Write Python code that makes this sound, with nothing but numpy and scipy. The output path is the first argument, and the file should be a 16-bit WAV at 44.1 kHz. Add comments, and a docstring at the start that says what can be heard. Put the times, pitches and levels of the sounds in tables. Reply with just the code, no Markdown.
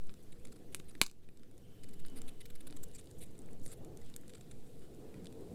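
"""Peeling a raw potato outdoors

A small knife peels a raw potato: the blade sticks and slips in short wet scrapes, made of tiny ruptures
that ring the knife, potato and hands. Short noise bursts make dry clicks and two sharp snaps, which a
nearby wall throws back. Shaped noise and slow waves make the wind rumbling over the microphone, narrow
noise bands its moans and a faint distant whistle. Gain control dips after the loudest peaks."""
import sys
import numpy as np
from scipy import signal
from scipy.fft import rfft
from scipy.io import wavfile
from scipy.ndimage import uniform_filter1d

SR = 44100
rng = np.random.default_rng(int(sys.argv[2]) if len(sys.argv) > 2 else 0)


def nominal_scale(level):
    """Amplitude ratio for a level in decibels (scalar or array-like)."""
    x = np.asarray(level, float) / 20
    return 10 ** x


def output_pcm(signal):
    """Save a mono or channel-first signal as 16-bit PCM at the path in sys.argv[1].

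    Samples are clipped to [-1, 1] before scaling.
    """
    pcm = np.clip(np.atleast_2d(signal).T, -1, 1) * 32767
    wavfile.write(sys.argv[1], SR, np.round(pcm).astype(np.int16))


N = 244314
T = np.arange(N) / SR
HZ = np.fft.rfftfreq(4096, 1 / SR)

# Four pitch ranges from dull to sharp. Each row: lower edge in Hz, upper edge in Hz.
REGISTERS = [(1000, 2800), (2800, 5500), (5500, 10500), (10500, 15500)]
# Resonances of knife, potato and hands. Each row: pitch in Hz, width in Hz, relative strength in dB.
BODY = [(1250, 720, -1.5), (2010, 150, -6.5), (3000, 150, -6.5), (3680, 720, 5.5), (4690, 1100, 1),
        (6640, 290, -17), (7680, 1300, 4.5), (9300, 1200, 3.5), (10600, 2300, -7), (12400, 1300, -12.5),
        (14400, 3000, -13.5)]


def evened(x):
    """Scales a sound to an rms of 1."""
    return x / np.sqrt(np.mean(x ** 2) + 1e-20)


def read(points, hz):
    """Reads a table of (Hz, value) at any frequency, on a logarithmic pitch scale."""
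    f, value = np.transpose(points)
    return np.interp(np.log(hz + 1), np.log(f + 1), value)


def curve(rows, t):
    """Draws straight lines in time through each column of a table that starts with seconds."""
    s, *columns = np.transpose(rows)
    return [np.interp(t, s, column) for column in columns]


def add(mix, s, sound):
    """Adds a sound to the mix from second s on."""
    part = mix[round(s * SR):][:len(sound)]
    part += sound[:len(part)]


def noise(field_db, size, patchy_db):
    """Random short-time spectra; field_db(hz, t) gives the level, drifting patches roughen it."""
    hop = size // 4
    hz = np.fft.rfftfreq(size, 1 / SR)
    frames = N // hop + 5
    a, b, patches = rng.standard_normal((frames, len(hz), 3)).T
    patches = uniform_filter1d(patches, size=5, axis=0)
    patches = evened(uniform_filter1d(patches, size=8, axis=1))
    t = np.arange(frames) * hop / SR
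    level_db = field_db(hz[:, None], t[None]) + patchy_db * patches
    z = (a + 1j * b) * nominal_scale(level_db)
    return evened(signal.istft(z, nperseg=size, noverlap=size - hop)[1][:N])


def fuzz(count, width_hz):
    """Complex noise around 0 Hz; turning it at some pitch makes a fuzzy band there."""
    white = rng.standard_normal((count, 2)) @ [1, 1j]
    return signal.lfilter([1], [1, -np.exp(-np.pi * width_hz / SR)], white)


def body_gain(hz, grip_db=0):
    """Summed power of the resonances, as a gain; the grip of the hands shifts their strengths."""
    f, width, db = np.transpose(BODY)
    power = nominal_scale(2 * (db + grip_db)) / (1 + (2 * (hz[:, None] - f) / width) ** 2)
    return np.sqrt(power.sum(1))


def colour(x, gain):
    """Filters without ringing ahead of the sound: the phase follows from the log gain."""
    log_gain = np.log(np.maximum(np.r_[gain, gain[-2:0:-1]], 1e-5))
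    taps = np.fft.ifft(np.exp(np.conj(signal.hilbert(log_gain)))).real[:1024]
    return signal.oaconvolve(x, taps)


def ring(x, levels_db, seconds, grip_db, push_db, contrast):
    """Rings the body so that each register gets its level; an event also pushes air at low pitch."""
    body = body_gain(HZ, grip_db) ** contrast  # contrast deepens or flattens the resonances
    body = body / (1 + (1120 / (HZ + 1)) ** 6) / (1 + (HZ / 14200) ** 8)
    power = abs(rfft(x, 4096) * body) ** 2
    own_db = [10 * np.log10(power[(HZ > lo) & (HZ < hi)].sum()) for lo, hi in REGISTERS]
    edges = (np.array(REGISTERS) * [1.12, .9]).ravel()  # leaves room for smooth crossings
    lift_db = np.repeat(np.array(levels_db) - own_db, 2)
    gain = body * nominal_scale(read(np.transpose([edges, lift_db]), HZ))
    low = HZ / 240 / (1 + (HZ / 240) ** 2) ** .5 / (1 + (HZ / 430) ** 4)
    gain = gain + nominal_scale(lift_db[0] + push_db) * low
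    return colour(x, gain * np.sqrt(len(HZ) * seconds * SR))


def tearing(count, uneven_db):
    """Dense tiny ruptures of cells, of uneven size."""
    return rng.standard_normal(count) * nominal_scale(uneven_db * np.minimum(rng.exponential(1, count), 5))


def breaks(rows, push_db, contrast):
    """A sudden break with a brief rattle rings the body, strongest around its pitch."""
    # How well each register carries from the hands, dull to sharp, in dB.
    path_db = [3, -2, 2, -3]
    out, t = np.zeros(N), np.arange(1024) / SR
    centres = np.sqrt(np.prod(REGISTERS, axis=1))
    for (s, db, hz, fall_db, t60), chance in zip(rows, rng.standard_normal((len(rows), 1024))):
        blow = np.r_[-5.5, chance[1:]]  # the first break is far stronger than the usual rattle
        blow = blow * nominal_scale(-60 * t / max(t60, .002))
        levels_db = db + np.array(path_db) - fall_db * abs(np.log2(centres / hz))
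        grip_db = 1.5 * chance[-len(BODY):]
        add(out, s, ring(blow, levels_db, 4 / 1000, grip_db, push_db, contrast))
    return out


def soft_band(s, length, from_hz, to_hz, width_hz, db):
    """A soft fuzzy band that swells, glides and fades."""
    u = np.arange(0, 1, 1 / (length * SR))
    turn = np.exp(2j * np.pi * np.cumsum(from_hz + (to_hz - from_hz) * u) / SR)
    band = evened((fuzz(SR // 2, width_hz)[-len(u):] * turn).real)
    out = np.zeros(N)
    add(out, s, nominal_scale(db) * np.sin(np.pi * u) ** 0.23 * band)
    return out


def wind():
    """A gust drives the roar fully, rumble and deep buffeting less; pressure sways on the diaphragm."""
    # Gusts. Each row: time in seconds, strength in dB.
    gusts = [(0.0, -67.5), (0.31, -67), (0.63, -62.5), (0.88, -65.5), (1.0, -67.5), (1.23, -67.5),
             (1.48, -65), (1.68, -65.5), (2.16, -65), (2.42, -68), (3.8, -60.5), (3.89, -54.5),
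             (4.07, -65.5), (4.33, -63.5), (4.78, -64), (5.08, -58), (5.21, -59.5), (5.54, -54.5)]
    # Wind spectrum in calm air. Each row: pitch in Hz, relative level in dB per Hz.
    rumble = [(12, -36), (20, -21), (31, -13.5), (54, -16.5), (138, -13.5), (354, -19.5), (481, -19),
              (597, -32.5), (690, -29.5), (905, -41.5), (1500, -59), (1950, -83.5), (3300, -120)]
    # Slow pressure on the diaphragm. Each row: time in seconds, relative level in dB.
    pressure = [(0.0, -35), (0.59, -45), (1.28, -37), (1.46, -49), (1.85, -35), (2.99, -35), (3.47, -48),
                (3.55, -37), (4.38, -55), (4.46, -44), (5.38, -56), (5.54, -46)]
    calm_db, calm_sway_db = -63, -46  # strengths at which the rumble table holds unchanged
    rumble_follows, deep_follows = 0.55, .15  # share of a gust's dB that the lower layers take on
    sway_leaks = 0.16  # share of the sway's dB that lifts the deep buffeting

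    def field(hz, t):
        gust_db = curve(gusts, t)[0] - calm_db
        roar = np.clip((hz - 230) / 150, 0, 1)
        deep = np.clip((80 - hz) / 30, 0, 1)
        share = rumble_follows + (1 - rumble_follows) * roar + (deep_follows - rumble_follows) * deep
        sway_db = curve(pressure, t)[0] - calm_sway_db
        return read(rumble, hz) + share * gust_db + deep * sway_leaks * sway_db

    blowing = nominal_scale(-55.5) * noise(field, size=2048, patchy_db=1.56)
    waves = [np.sin(2 * np.pi * (f * T + rng.random())) / f ** 0.47 for f in np.geomspace(1.2, 9, num=24)]
    sway_db = uniform_filter1d(curve(pressure, T)[0], size=6000) + 1.5
    return blowing + nominal_scale(sway_db) * evened(sum(waves))


def hiss():
    """Steady airy noise with a fixed spectrum."""
    # Each row: pitch in Hz, relative level in dB per Hz.
    spectrum = [(590, -15), (1000, -2.5), (2620, -4.5), (3580, -5), (6110, -8.5), (7880, -7.5),
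                (15100, -9.5), (16000, -25)]
    return nominal_scale(-72.5) * noise(lambda hz, t: read(spectrum, hz) + 0 * t, size=512, patchy_db=2.5)


def drag():
    """Faint continuous rubbing of fingers and blade, with tiny ticks of stray fibres giving way."""
    # Each row: time in seconds, relative level in dB.
    strength = [(0.0, -69), (0.26, -72), (0.96, -74.5), (1.19, -84), (1.46, -81), (2.14, -67.5),
                (2.71, -68), (2.85, -63.5), (3.59, -71), (3.73, -86), (4.06, -61), (4.2, -68),
                (4.64, -64.5), (5.25, -65.5), (5.54, -62)]
    rubbing = evened(colour(tearing(N, uneven_db=1.5), body_gain(HZ))[:N])
    sparse = (rng.random(N) < 40 / SR) * tearing(N, uneven_db=4)  # about 40 a second
    bright = nominal_scale(3.7 * np.tanh((HZ - 5700) / 900))
    ticks = evened(colour(sparse, body_gain(HZ) * bright)[:N])
    return nominal_scale(curve(strength, T)[0] - 11.5) * (rubbing + nominal_scale(-8) * ticks)


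def clicks():
    """Dry clicks of blade and peel: small breaks that all rattle for the same time."""
    # Each row: start in seconds, level in dB, pitch in Hz, fall in dB per octave away from it.
    rows = [(0.0697, -66, 7130.0, 13), (0.0945, -47, 2830, 21.5), (0.1006, -67, 2700.0, 3),
            (0.1404, -60.5, 5040.0, 7), (0.2267, -65, 14100, 11), (0.2337, -64.5, 9410.0, 17),
            (0.398, -73.1, 7640.0, 8), (0.4526, -60.5, 7640.0, 2.5), (0.4718, -62.5, 4710.0, 4),
            (0.4831, -70.1, 3820.0, 3), (0.59, -75.1, 6210.0, 3), (0.7998, -52.5, 3030, 7.5),
            (0.9523, -54.5, 2450, 7.5), (0.9797, -75, 2190.0, 0), (1.289, -59.5, 2190.0, 4.5),
            (1.3732, -59, 5400.0, 9), (1.396, -62, 4710.0, 16), (1.4338, -57.5, 3200, 10),
            (1.5128, -68.5, 10810.0, 2.5), (1.5795, -63, 8190.0, 5.5), (1.8363, -58, 5790.0, 10),
            (1.9113, -71, 12420.0, 3), (2.0505, -50, 2900.0, 16.5), (2.0835, -56.2, 4710.0, 15),
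            (2.0997, -62.9, 9410.0, 12), (2.1787, -70, 6650.0, 11), (2.2177, -52, 6650.0, 6.5),
            (2.2442, -79, 1910.0, 4), (2.2671, -65, 10810.0, 12), (2.7015, -50, 2900.0, 22),
            (2.7084, -59, 5790.0, 8), (2.7259, -54.5, 3570.0, 10), (2.9146, -62.5, 5400.0, 12),
            (3.0115, -62, 4710.0, 11), (3.058, -64, 5400.0, 10), (3.0724, -59, 4390.0, 16),
            (3.1076, -67, 10090.0, 10), (3.1125, -58.5, 6250, 10), (3.197, -74.9, 14260.0, 8),
            (3.3143, -71, 9500, 8), (3.38, -66.1, 7640.0, 14.5), (3.3907, -56, 8100, 16),
            (3.419, -64.5, 7640.0, 15), (3.46, -67.5, 7640.0, 11), (3.488, -65, 1910.0, 11),
            (3.5318, -60.5, 8190.0, 21), (3.598, -69, 8100, 10), (3.6157, -70, 8700, 9),
            (3.6623, -53.3, 8190.0, 5), (3.6793, -56, 6600, 12), (3.848, -61.5, 8780.0, 4),
            (3.9728, -57.5, 8190.0, 7), (4.0629, -67, 7130.0, 8), (4.1001, -65.5, 8780.0, 5),
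            (4.1402, -53, 4180, 14), (4.1633, -45, 10300, 7.5), (4.2124, -59, 10900, 18),
            (4.235, -64, 2050.0, 15), (4.2803, -60, 7700, 6), (4.3366, -58.5, 4100.0, 7),
            (4.3814, -70, 8190.0, 3), (4.7943, -71, 7640.0, 10.5), (5.1422, -63, 1780.0, 3),
            (5.2456, -64, 8780.0, 4), (5.2572, -56.5, 4390.0, 7.5), (5.2696, -49.5, 4360, 15),
            (5.3258, -63.5, 5790.0, 4.5), (5.4085, -68, 14260.0, 4)]
    t60 = 0.012  # seconds for the rattle to fall by 60 dB
    return breaks([(*row, t60) for row in rows], push_db=11.0, contrast=1.05)


def surroundings(x):
    """Scattered returns from stones and a wall, over a diffuse tail that decays by pitch."""
    # Reflections. Each row: delay in ms, relative level in dB, spread in ms.
    echoes = [(1.2, -13, .8), (4, -16, 3), (13.6, -27, .6), (19, -23, 4), (49.2, -22, .4), (52, -29, 2.5),
              (63, -37, 6), (83.2, -39, .8), (98.6, -38, .5)]
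    # Diffuse decay. Each row: pitch in Hz, time to fall by 60 dB in seconds.
    decay = [(300, 0.27), (1500, 0.14), (3500, .2), (8000, 0.24), (14000, .09)]
    ms = np.arange(SR // 3) * 1000 / SR
    shape = 0 * ms
    for delay, db, spread in echoes:
        fading = (ms > delay) * np.exp(-abs(ms - delay) / spread)
        shape = shape + nominal_scale(db) * fading / np.sqrt(spread * SR / 2000)
    returns = signal.lfilter([1, -.45], 1, rng.standard_normal(len(ms)) * shape)  # less bass comes back
    hz, t, z = signal.stft(rng.standard_normal(len(ms)), SR, nperseg=128)
    z = z * nominal_scale(-45.5 - 60 * t / read(decay, hz)[:, None])
    tail = signal.istft(z, SR, nperseg=128)[1][:len(ms)]
    return signal.oaconvolve(x, nominal_scale(2.5) * returns + tail * (ms > 3))[:N]


def slips():
    """Each slip is a short swell of ruptures ringing the body: dull from flesh, bright from the blade."""
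    # Each row: time in seconds, nominal length in ms, flesh level in dB, blade level in dB,
    # keenness (the blade's share of the top register) in dB.
    rows = [(0.319, 12.0, -68.5, -64, -23), (0.449, 6.6, -68.5, -57.5, -13), (0.518, 12, -68.5, -63, -8),
            (0.556, 12.0, -72.5, -68, -13), (0.719, 18.0, -73.0, -68, -3), (0.881, 18.5, -72.0, -62, -14),
            (0.905, 11, -72, -69, -5), (1.225, 23, -76.5, -77, -14.5), (1.831, 14, -67.5, -64.5, -3),
            (1.883, 12, -73.5, -65.0, -3), (1.931, 12.0, -72.0, -65.5, 1), (1.992, 12, -72, -65.5, 2),
            (2.058, 11.0, -70, -60.5, 0), (2.154, 37, -67.5, -60.5, -4), (2.275, 20.0, -63.0, -59.5, -3),
            (2.403, 15.0, -62.5, -60, -4), (2.454, 9, -63.5, -60.5, -1), (2.499, 9, -65.5, -63, -1),
            (2.551, 11, -67.5, -63, 1), (2.604, 9.2, -65.5, -59.5, -6), (2.667, 12.0, -64, -56.5, -2),
            (2.764, 9.0, -66.5, -55.5, -6), (2.829, 13, -69.5, -51.0, -4.5), (2.878, 12.0, -92, -69.0, -3),
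            (2.933, 10, -78.0, -67, -13), (2.944, 22.0, -70.5, -56, -11), (2.979, 21, -69.0, -57.5, -13),
            (3.18, 19, -90, -65, -4), (3.202, 39, -67.5, -58.5, -2), (3.254, 16, -88, -69.5, -8),
            (3.35, 7.4, -76, -73, -16), (3.505, 13.0, -96, -70.5, -16), (3.623, 36, -89, -66, -5),
            (3.651, 21.0, -75.5, -56.5, -6), (3.675, 45, -74.5, -62, -10), (3.712, 27, -68.5, -58, -2),
            (3.765, 21, -85, -75.5, 1), (4.012, 10.0, -71.5, -68, -16), (4.047, 53.0, -79, -83, -11),
            (4.292, 12.0, -68, -63, -14), (4.345, 12.0, -66, -59.5, -16), (4.365, 12.0, -75, -73.0, -11),
            (4.409, 4.6, -66.5, -58, -8), (4.51, 9.7, -66.0, -58, -17), (4.662, 23, -89, -73.5, -8),
            (4.803, 50, -78.5, -76, -13.5)]
    # What flesh adds to the four registers, and the blade to the lower three, in dB.
    flesh_shape = [1, 1.5, -28, -14]
    blade_shape = [-37, -17.5, -0.5]
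    out, grains = np.zeros(N), tearing(N, uneven_db=3.5)
    grips = rng.standard_normal((len(rows), len(BODY)))
    for (s, ms, flesh_db, blade_db, keen_db), grip in zip(rows, grips):
        n = round(1.38 * ms * SR / 1000)  # room for the soft ends
        burst = grains[round(s * SR):][:n] * signal.windows.tukey(n, .65)
        flesh = nominal_scale(flesh_db + np.array(flesh_shape))
        blade = nominal_scale(blade_db + np.r_[blade_shape, keen_db])
        levels_db = 10 * np.log10(flesh ** 2 + blade ** 2)
        sound = ring(burst, levels_db, ms / 1000, 5.6 * grip, push_db=-36, contrast=1.9)
        add(out, s - 0.083 * ms / 1000, sound)
    return out


def snaps():
    """Two hard breaks with flattened resonances."""
    # Each row: start in seconds, level in dB, pitch in Hz, fall in dB per octave away from it,
    # time for the rattle to fall by 60 dB in seconds (values under 0.002 count as 0.002).
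    rows = [(0.747, -42, 7600, 1.5, 0.0014), (1.0148, -17.5, 3645, 5.5, 0.0069)]
    return breaks(rows, push_db=0, contrast=.7)


def whistle():
    """A thin wavering distant tone that sinks slowly, inside a wider airy band."""
    # Each row: time in seconds, pitch in Hz, level in dB.
    path = [(1.56, 3120, -100), (1.6, 3110, -82.5), (1.75, 3073, -75.5), (1.85, 2965, -80.5),
            (2.1, 3000, -74), (2.6, 3000, -80), (2.95, 2938, -81), (3.3, 2970, -88), (3.45, 2870, -100)]
    hz, db = curve(path, T)
    thin, airy = fuzz(N, 45), fuzz(N, 600)
    turn = np.exp(2j * np.pi * np.cumsum(hz) / SR)
    return nominal_scale(db) * evened(((thin + nominal_scale(9.5) * airy) * turn).real)


def moans():
    """The wind moans at edges near the microphone: fuzzy bands at fixed pitches."""
    # Each row: start in seconds, length in seconds, pitch in Hz, level in dB.
    rows = [(2.08, 0.28, 250.7, -56.5), (2.15, 0.14, 442, -73), (2.6, 0.18, 281.3, -58),
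            (2.7, 0.21, 438.6, -64), (3.36, .25, 187.5, -66.5), (3.38, 0.19, 460, -64),
            (3.402, .2, 700, -75), (3.76, .28, 457.5, -65), (3.759, 0.13, 638, -71.5),
            (4.99, .22, 426.6, -59.5), (5.1, 0.17, 199.2, -56.5), (5.32, 0.26, 212.6, -58.5)]
    width = .17  # as a share of the pitch
    return sum(soft_band(s, length, hz, hz, width * hz, db) for s, length, hz, db in rows)


def swish():
    """Peel slides off the blade: one fuzzy band gliding down."""
    # Start in seconds, length in seconds, first pitch in Hz, last pitch in Hz, width in Hz, level in dB.
    glide = (4.025, .1, 3500, 2800, 350, -75)
    return soft_band(*glide)


def scene():
    """Adds the knife work, two farther-off snaps and their reflections to the wind, whistle and hiss."""
    snapping, clicking = snaps(), clicks()
    # the snaps excite the surroundings far more than the clicks do
    reflected = surroundings(snapping + nominal_scale(-10.5) * clicking)
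    events = snapping + clicking + reflected + slips() + drag() + swish()
    return (events + wind() + moans() + whistle() + hiss())[None]


def gain_control(x):
    """The level falls just after a loud peak and creeps back."""
    above_sway = x[0] - uniform_filter1d(x[0], size=800)
    power_db = 10 * np.log10(uniform_filter1d(above_sway ** 2, size=200) + 1e-12)
    fall = T * 16.0  # the held peak sinks this many dB a second
    held_db = np.maximum.accumulate(power_db + fall) - fall
    over_db = np.maximum(held_db + 27.5, 0)
    cut_db = signal.lfilter([1 / 1500], [1, 1 / 1500 - 1], 0.65 * over_db)  # takes hold over tens of ms
    return x * nominal_scale(-cut_db)


def overload(x):
    """The preamplifier rounds off the highest peaks."""
    ceiling = .3  # full scale is 1
    return x / (1 + (x / ceiling) ** 4) ** .25


def roll_off(x):
    """The treble ends steeply here."""
    return signal.sosfilt(signal.butter(12, 16520, fs=SR, output="sos"), x)


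def record(dry):
    """Gain control rides the level, then soft overload rounds the peaks."""
    finished = overload(gain_control(dry))
    return roll_off(finished)


dry = scene()
out = record(dry)
output_pcm(out)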